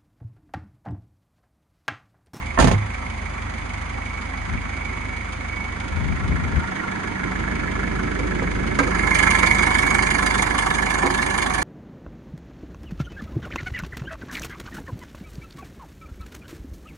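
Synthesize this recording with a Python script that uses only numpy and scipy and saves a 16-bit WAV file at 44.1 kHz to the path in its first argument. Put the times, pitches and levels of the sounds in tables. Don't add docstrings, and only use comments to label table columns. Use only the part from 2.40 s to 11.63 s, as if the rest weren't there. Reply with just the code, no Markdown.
import sys
import numpy as np
from scipy import signal
from scipy.fft import rfft, irfft, next_fast_len
from scipy.io import wavfile
from scipy.ndimage import uniform_filter1d, map_coordinates

SR = 44100
rng = np.random.default_rng(int(sys.argv[2]) if len(sys.argv) > 2 else 0)


def int16_out(signal):
    q = np.round(np.clip(np.atleast_2d(signal).T, -1, 1) * 32767)
    wavfile.write(sys.argv[1], SR, q.astype(np.int16))


N = 407043

# place/firings, knock level/dB, cover level/dB, tick level/dB
BLOWS = [(-.19, -8.5, -21, 1.5), (-.06, -7, -3.5, 0.5), (0.108, -11, -9, -14.5), (0.458, -17.5, -10.5, -27)]
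# added knock level/dB, cover level/dB, tick level/dB
CYLINDER_LEVELS = [(6, 0.5, 7.5), (7, 5, 6), (5.5, 4.5, 9.5), (6, 4, 6)]
KNOCK_CARRY = dict(door_db=-45, arch_db=.5, nose_db=9, open_db=10, raised_db=-3)
# f/Hz, relative level/dB
CLICK_COLOUR = [(1500, -28), (2800, 2), (4500, -0.5), (6500, 8.5), (9500, -12), (12000, -15)]


def engine(firings, where):
    body = drone(firings, where) + knock(firings, where) + fan(where)
    return block(body, where) + cover(firings, where) + tick(firings, where)


def drone(firings, where):
    # f/Hz, left level/dB, right level/dB
    door_colour = [(5, -63, -63), (22, -5, 3), (49.7, -11, -5), (100, 8.5, 9), (145, -5, -13.5),
                   (258, -2, 5.5), (323, -23, -25), (398, -45, -23), (580, -13.5, -19), (1000, -62, -73)]
    nose_colour = [(5, -65, -62), (22, -7, -17), (50, -3, -8.5), (95, -11, -4), (145, -1, -1),
                   (234, -5.5, -0.5), (293, -5, 0), (413, -19, -4.5), (620, -16.5, -13.5), (1000, -76, -79)]
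    carry = dict(door_db=-36.5, arch_db=1, nose_db=2.5, close_db=6, open_db=1, raised_db=-4)
    _, nose, *_ = where
    x = shaking(firings, repeat=0.36, alike=0.8)
    x *= clatter(firings, blow_levels(1), lead=0, rise=0.0062, t60=0.09,
                 scatter_db=4.0, jitter=0.0027, between_db=6.0)
    x = blend(x, [(1 - nose, door_colour, 0), (nose, nose_colour, .7)])
    return amp(heard(where, **carry)) * x


def knock(firings, where):
    # f/Hz, left level/dB, right level/dB
    door_colour = [(350, -61, -72), (610, -14, -4), (693, 3.5, 6), (1000, 5, 6), (1200, -9, 8.5),
                   (1330, 10, -7.5), (1450, -28, 1), (1620, -24, 8), (1766, 10, -6), (1994, -3, 12.5),
                   (2440, -68, -75)]
    nose_colour = [(350, -65, -84), (624, -17, -5), (770, -2.5, 0), (960, -10.5, -18), (1140, -4, -5.5),
                   (1450, -4.5, 1), (1560, 0.5, 0), (1805, -17.5, -3), (2100, 3.5, 3.5), (2500, -76, -66)]
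    open_colour = [(352, -66, -64), (567, -46, -32), (782, -7.5, -3.5), (990, -5.5, -7), (1320, -10, -5.5),
                   (1500, -28, -2), (1612, -5, -1), (1806, -26, -2.5), (2020, -36, -12), (2500, -69, -76)]
    _, nose, _, bare, _ = where
    shut = 1 - bare
    x = shaking(firings, repeat=0.52, alike=0.53)
    x *= clatter(firings, blow_levels(1), lead=0.0032, rise=0.0012, t60=.033,
                 scatter_db=1.3, jitter=.00015, between_db=-14 + 3 * shut + 11 * (1 - nose))
    x = flicker(x, depth_db=1.6)
    x = blend(x, [(1 - nose, door_colour, .8), (nose * shut, nose_colour, .75), (nose * bare, open_colour, .82)])
    return amp(heard(where, **KNOCK_CARRY)) * x


def cover(firings, where):
    # f/Hz, left level/dB, right level/dB
    shut_colour = [(1800, -50, -62), (2080, 5, 7), (2296, -4, 10.5), (2560, 7, -19), (3400, -40, -52)]
    open_colour = [(1710, -49, -29), (1960, 1.5, 7.5), (2345, -6, 8), (2590, -26, -11), (3330, -67, -67)]
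    cover_modes = [(2096, 34, 1.5, 14.3, -5), (2166, 81, 9.5, 14, 11), (2252, 22, 9.5, 4.4, -5),
                   (2330, 54, 10, 3.1, 7)]
    carry = dict(door_db=-42, arch_db=7, nose_db=1, close_db=1, open_db=19.5, raised_db=-8.5)
    *_, bare, raised = where
    shut = 1 - bare
    x = shaking(firings, repeat=0.25, alike=0.73)
    x *= clatter(firings, blow_levels(2), lead=0.0041, rise=.0011, t60=.04,
                 scatter_db=1.3, jitter=.0005, between_db=-16 + 8.5 * shut)
    x = shifting(x, cover_modes, (shut, bare * (1 - raised), bare * raised))
    x = blend(x, [(shut, shut_colour, .42), (bare, open_colour, .83)])
    return amp(heard(where, **carry)) * x


def tick(firings, where):
    # f/Hz, left level/dB, right level/dB
    shut_colour = [(2000, -56, -79), (2450, -5.5, 2.5), (3170, -1.5, -2.5), (4450, -8.5, -12.5),
                   (5200, -6, -4.5), (6200, -2.5, 0), (9590, -19, -16), (10400, -39, -36),
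                   (13000, -77, -70)]
    open_colour = [(2010, -56, -62), (2690, 2.5, 0.5), (3100, 1, 1), (4300, -3.5, -5.5), (5240, -1.5, -4),
                   (6540, 2, 5.5), (9490, -15, -4.5), (10860, -7.5, -22), (11400, -11, -3),
                   (12700, -72, -75)]
    # f/Hz, width/Hz, level/dB above the broad sound
    injector_modes = [(2995, 45, 4.5), (3415, 60, 5), (4140, 34, 5), (4715, 50, 4.5), (6600, 390, 2),
                      (9420, 210, 2.8)]
    carry = dict(door_db=-49.5, nose_db=5, open_db=18, raised_db=-4.5)
    _, nose, _, bare, _ = where
    shut = 1 - bare
    x = shaking(firings, repeat=0.45, alike=0.29)
    x *= clatter(firings, blow_levels(3), lead=0.0059, rise=0.0021, t60=0.072,
                 scatter_db=2.0, jitter=0.0012, between_db=-2 + 6.34 * shut + 1.3 * (3 - nose))
    x = resonate(x, injector_modes)
    behind_sheet = blend(x, [(shut, shut_colour, -.27)])
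    in_the_open = blend(flicker(x, depth_db=2.6), [(bare, open_colour, .16)])
    return amp(heard(where, **carry)) * (behind_sheet + in_the_open)


def block(x, where):
    block_modes = [(374.3, 13.3, 7, -4, 3.7, 5.6, 6.5), (524.7, 20, 12.5, -4, 1, 2, 5),
                   (745, 23, 3, 4, 3, 4.2, 9.5), (930, 26, -6, 9, 2.1, 4, 4),
                   (1041.6, 21, -4, 6, 1.3, 8.2, 6), (1125, 22, -1, 7, 2, 3, 8),
                   (1320, 38, 0.5, 7.5, 6, 9.4, 4), (1407, 17, -14, 13, 2.5, 2, 2.5),
                   (1686, 53, -2, 4.5, 7.7, 9, -2.5), (1717, 62, -5, 9, 7, 6.4, 11.5),
                   (1880, 46, 4.5, 9, 5.4, 11, 3.5)]
    _, nose, close, bare, raised = where
    edge = nose * close
    shares = (1 - nose, nose * (1 - close), edge * (1 - bare), edge * bare * (1 - raised), edge * bare * raised)
    return shifting(x, block_modes, shares)


def fan(where):
    # f/Hz, relative level/dB
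    fan_colour = [(200, -42), (420, -3.5), (520, -9), (600, 2), (760, -1), (1020, 4), (1230, -10.5),
                  (1450, -10), (1900, -6), (2600, -60)]
    _, nose, *_ = where
    rush = pair(rng.standard_normal(N), alike=0.58)
    rush = blend(rush, [(1 - nose, fan_colour, .8), (nose, fan_colour, .82)])
    level_db = heard(where, **KNOCK_CARRY) - 6 + 0.29 * wobble(1.7)
    return amp(level_db) * rush * amp([[-1.5], [1.2]])


def hum(firings, where):
    orders = (2, 3, 4, 7.5)
    # level/dB at the door, then the gain/dB at each place on the walk
    carries = [dict(door_db=-35.5, close_db=5.5, open_db=2, raised_db=-6),
               dict(door_db=-35.5, close_db=-1, open_db=7, raised_db=-9.5),
               dict(door_db=-44, close_db=4.5, open_db=5, raised_db=-12),
               dict(door_db=-71, nose_db=34, open_db=6, raised_db=-10)]
    dip_db = -13 * (ramp(3.8, 2.8) - ramp(4.56, 5.03))
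    total = 0
    for order, carry, change_db in zip(orders, carries, (dip_db, dip_db, 0, 0)):
        level_db = heard(where, **carry) + change_db + 0.79 * wobble(8.4)
        phase = 2 * np.pi * (order * firings + rng.random()) + 0.2 * wobble(11.0)
        total = total + np.sqrt(2) * amp(level_db) * np.sin(phase)
    return total


def whine(firings):
    # t/s, relative level/dB
    whine_levels = [(0, -59), (1.4, -53), (1.7, -37.5), (2.0, -47), (2.4, -40), (2.7, -39), (2.95, -44),
                    (3.2, -34), (3.5, -51), (6.4, -43), (6.95, -30), (7.5, -28), (8.0, -63), (9.23, -60)]
    level_db, = curves(whine_levels)
    flutter = .6 * wobble(12)
    total = 0
    for order, tone_db in ((88.35, -4), (89.35, 0)):
        strength = amp(level_db + tone_db + 1.8 * wobble(14))
        total = total + strength * np.sin(2 * np.pi * order * firings + flutter + 0.27 * wobble(13))
    return np.sqrt(2) * total * amp([[-5], [3]])


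def door():
    # t/s, then relative level/dB of boom, skin, frame, panel, latch, click
    door_blows = [(.175, -53, -45, -57, -22, -12, -55), (.188, -41, -27, -45, -15, -4, -25),
                  (.199, -23, -24, -35, -13, -9, -19), (.208, -7, -22, -21, -15, -30, -25),
                  (.224, -22, -19, -40, -12.5, -28, -25), (.243, -24, -7, -37, -12.5, -21, -23.5),
                  (.272, -9.5, -23, -30, -16.5, -17, -25.5), (.281, -27, -23, -35, -16.5, -21, -31),
                  (.313, -23, -14, -17, -17.5, -18, -26.5), (.335, -22, -20, -13, -23, -38, -53)]
    # f/Hz, relative level/dB, t60/s
    cab_modes = [(53.6, -4.5, 0.17), (71.5, -0.5, 0.15)]
    skin_modes = [(135.6, -2, 0.26), (161.6, -2.5, 0.19), (201, -9.5, 0.28), (253.3, -10.5, 0.27),
                  (330, -12.5, 0.24), (387, -15, 0.21), (506, -16, 0.14), (642, -21, 0.15)]
    frame_modes = [(103.3, 0, 0.48)]
    latch_modes = [(661, -3.5, 0.1), (828, -10.5, .08), (964, -6, .1), (1054, -2, 0.13), (1340, -4, 0.052),
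                   (1575, -7, .06), (1767, -3, 0.055)]
    # f/Hz, relative level/dB
    panel_colour = [(70, -33), (150, -4.5), (250, -4), (360, -9), (480, -9.5), (600, -10.5), (850, -8.5),
                    (1400, -20), (2400, -21), (5000, -47)]
    # f/Hz, gain/dB
    boom_cut = [(15, -32), (32, -10), (44, 12), (55, 0)]
    times, boom_db, skin_db, frame_db, panel_db, latch_db, click_db = np.transpose(door_blows)
    boom = ring(times, boom_db, cab_modes, rise=0.0044, spread=.17)
    skin = ring(times, skin_db, skin_modes, rise=0.0033, spread=.3)
    frame = ring(times, frame_db, frame_modes, rise=0.0059, spread=.15)
    panel = strikes(times, amp(panel_db - 1), rise=.0004, t60=.09) * hiss(panel_colour, alike=.15)
    latch = ring(times, latch_db - 4, latch_modes, rise=0.00047, spread=0.69)
    click = strikes(times, amp(click_db), rise=0.0002, t60=0.11) * hiss(CLICK_COLOUR, alike=0.11)
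    low = colour(boom + skin + frame, boom_cut) * amp([[-1], [1]])
    return low + (panel + latch + click) * amp([[-4], [2.5]])


def bonnet():
    # t/s, relative panel level/dB, click level/dB
    bonnet_blows = [(2.409, -34, -58), (5.789, -21, -41), (6.02, -17, -61), (6.388, -12, -24.5),
                    (6.402, -10.5, -38), (6.436, -18.5, -37), (6.474, -16, -35.5), (7.03, -16.5, -27),
                    (8.634, -13, -40), (8.653, -13, -47), (8.676, -34, -52)]
    # t/s, relative level/dB
    catch_blows = [(6.389, -13), (6.396, -17), (6.436, -24), (6.474, -33), (7.032, -10)]
    # t/s, relative level/dB
    hinge_blows = [(8.633, -18), (8.653, -19), (8.675, -25), (8.703, -24), (8.727, -30)]
    # f/Hz, relative level/dB, t60/s
    sheet_modes = [(184, -22, 0.34), (275.6, -6.5, 0.28), (382, -12.5, .25), (506, -9.5, .18),
                   (806, -16, .12), (1266, -17, .1), (1650, -26, .08)]
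    catch_modes = [(1070, -8, 0.076), (1186, -7, .07), (1262, -5, .09), (1390, -7, 0.08), (1595, -1, 0.066),
                   (2080, -5, .1), (2235, -7, 0.16)]
    hinge_modes = [(261, -13, 0.19), (362, -5, 0.19), (702, -5.5, 0.069), (823, 3.5, .06),
                   (980, 5.5, 0.051), (1076, -1, .06)]
    # f/Hz, relative level/dB
    panel_colour = [(100, -39), (180, -9), (270, -8), (500, 1), (750, -12), (1150, -3), (1700, -17),
                    (2200, -15.5), (2600, -22), (6000, -53)]
    times, panel_db, click_db = np.transpose(bonnet_blows)
    panel = strikes(times, amp(panel_db - 10), rise=.0003, t60=.11) * hiss(panel_colour, alike=.22)
    sheet = ring(times, panel_db - 3.5, sheet_modes, rise=.0008, spread=0.37)
    click = strikes(times, amp(click_db), rise=0.00015, t60=0.1) * hiss(CLICK_COLOUR, alike=0.53)
    catch = ring(*np.transpose(catch_blows), catch_modes, rise=0.00074, spread=0.99)
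    hinge = ring(*np.transpose(hinge_blows), hinge_modes, rise=.0005, spread=.5)
    return (panel + sheet + click + catch + hinge) * amp([[-3], [2.5]])


def wind():
    puffs = [(2.16, -25), (3.63, -24.5), (3.71, -21), (3.859, -25.5), (3.93, -19.5), (4.042, -21),
             (4.182, -20.5)]
    # f/Hz, relative level/dB
    buffet_colour = [(20, -35), (45, -8), (75, 2), (110, -7.5), (200, -10), (400, -26.5), (900, -37.5),
                     (3000, -100)]
    rise_s, fall_s = 0.063, 0.045
    t = np.arange(N) / SR
    power = 0
    for peak, db in puffs:
        swell = np.exp(-np.maximum((peak - t) / rise_s, (t - peak) / fall_s))
        power = power + (amp(db) * swell) ** 2
    lumps = amp(1.25 * wobble(30))
    return np.sqrt(power) * lumps * hiss(buffet_colour, alike=0.31) * amp([[3.5], [-3]])


def places():
    # t/s, share of the way from door to nose (0-1), bonnet opening (0-1)
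    walk = [(0, 0.32, 0.13), (3.2, 0.5, 0.04), (4.4, 1, 0), (6.35, 1, 0.12), (6.8, 0.99, 1), (9.23, 1, 1)]
    nose, bare = np.clip(curves(walk), 0, 1)
    arch = ramp(1.8, 3.2) - ramp(2.4, 3.3)
    close = ramp(4.16, 5.8)
    raised = ramp(6.34, 8.56)
    return arch, nose, close, bare, raised


def heard(where, door_db, arch_db=0, nose_db=0, close_db=0, open_db=0, raised_db=0):
    arch, nose, close, bare, raised = where
    return (door_db + arch_db * arch + nose_db * nose + close_db * close
            + open_db * bare + raised_db * raised)


def blow_levels(column):
    return np.transpose(CYLINDER_LEVELS)[column - 1][:, None] + np.transpose(BLOWS)[column]


def clatter(firings, blows_db, lead, rise, t60, scatter_db, jitter, between_db):
    number = np.arange(int(firings[-1]) + 2)
    cylinder = number % len(CYLINDER_LEVELS)
    counts = number[:, None] + np.transpose(BLOWS)[0]
    outside = 2 * N / SR
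    times = np.interp(counts, firings, np.arange(N) / SR, left=outside, right=outside)
    times = times - lead + jitter * rng.standard_normal(counts.shape)
    sizes = amp(blows_db[cylinder] + scatter_db * rng.standard_normal(counts.shape))
    return np.hypot(strikes(times.ravel(), sizes.ravel(), rise, t60), amp(between_db))


def shaking(firings, repeat, alike):
    repeat = np.clip(repeat, 0, 1)
    count = int(4 * N / (firings[-1] - firings[0]))
    place = (firings / 4 % 1 * count).astype(int) % count
    cycle = rng.standard_normal(count)[place]
    return pair(np.sqrt(repeat) * cycle + np.sqrt(1 - repeat) * rng.standard_normal(N), alike)


def strikes(times, sizes, rise, t60):
    t = np.arange(SR // 2) / SR
    shape = (1 - np.exp(-t / rise)) * amp(-60 * t / t60)
    energy = (shape / shape.max()) ** 2
    train = np.bincount(np.clip(times * SR, 0, N).astype(int), sizes ** 2, N + 1)[:N]
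    return np.sqrt(np.abs(signal.fftconvolve(train, energy)[:N]))


def ring(times, levels_db, modes, rise, spread):
    out, t = np.zeros((2, N + SR)), np.arange(SR // 2) / SR
    sides = np.array([[1], [-1]])
    for s, db in zip(times, levels_db):
        for (hz, level, t60), (force, angle) in zip(modes, rng.standard_normal((len(modes), 2))):
            fade_db = db + level + 1.5 * force - 60 * t / t60
            envelope = amp(fade_db) * (1 - np.exp(-t / rise))
            wave = np.sin(2 * np.pi * hz * t + spread * angle * sides)
            out[:, round(s * SR):][:, :len(t)] += envelope * wave
    return out[:, :N]


def resonate(x, modes):
    size = next_fast_len(N + SR // 2, True)
    f = np.fft.rfftfreq(size, 1 / SR)
    response = 1
    for hz, width, db in modes:
        response = response + (amp(db) - 1) * 1j * f * width / (hz * hz - f * f + 1j * f * width)
    return irfft(rfft(x, size) * response, size)[:, :N]


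def shifting(x, table, shares):
    hz, width, *levels = np.transpose(table)
    return sum(share * resonate(x, zip(hz, width, db)) for share, db in zip(shares, levels))


def flicker(x, depth_db):
    z = signal.stft(x, nperseg=512)[2]
    field = uniform_filter1d(rng.standard_normal(z.shape[1:]), size=6, axis=0)
    field = uniform_filter1d(field, size=7, axis=1)
    return signal.istft(z * amp(depth_db * field / field.std()), nperseg=512)[1][:, :N]


def blend(x, views):
    return sum(share * unit(colour(x, points, lag)) for share, points, lag in views)


def hiss(points, alike):
    return unit(colour(pair(rng.standard_normal(N), alike), points))


def colour(x, points, lag_ms=0):
    size = next_fast_len(N + 8192, True)
    hz = np.fft.rfftfreq(size, 1 / SR)
    f, *cols = np.transpose(points)
    gain = amp([np.interp(np.log(hz + 1), np.log(f), c) for c in cols])
    y = irfft(rfft(x, size) * gain, size)[:, :N]
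    return np.array([np.roll(y[0], round(lag_ms * SR / 1000)), y[1]])


def pair(shared, alike):
    alike = np.clip(alike, 0, 1)
    return np.sqrt(alike) * shared + np.sqrt(1 - alike) * rng.standard_normal((2, N))


def ramp(start, end):
    return np.clip((np.arange(N) / SR - start) / max(end - start, 1 / SR), 0, 1)


def curves(rows):
    s, *cols = np.transpose(rows)
    return [np.interp(np.arange(N) / SR, s, c) for c in cols]


def wobble(rate):
    knots = rng.standard_normal(int(N * rate / SR) + 4)
    return map_coordinates(knots, [np.arange(N) * rate / SR])


def unit(x):
    return x / np.sqrt(np.mean(np.atleast_2d(x).mean(0) ** 2) + 1e-20)


def amp(db):
    return 10 ** (np.asarray(db) / 20)


def scene():
    # t/s, count/firings
    crank = [(0.0, 0.16), (0.8, 20.32), (1.7, 42.86), (2.5, 63.03), (4.2, 105.86), (5.8, 145.97),
             (7.5, 188.61), (9.23, 232.0)]
    firings, = curves(crank)
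    where = places()
    return engine(firings, where) + hum(firings, where) + whine(firings) + door() + bonnet() + wind()


def record(dry):
    # f/Hz, gain/dB
    treble_dips = [(5100, -0.5), (5300, -29), (5450, -10), (5650, -8), (7350, -5.5), (7550, -24),
                   (7850, -11.5), (8100, -2), (10200, 5), (10600, -9)]
    ceiling, hardness = .96, 6
    top_hz = 11800
    x = colour(dry, treble_dips)
    held = x / (1 + np.abs(x / ceiling) ** hardness) ** (1 / hardness)
    return irfft(rfft(held) * (np.fft.rfftfreq(N, 1 / SR) < top_hz), N)


dry = scene()
out = record(dry)
int16_out(out)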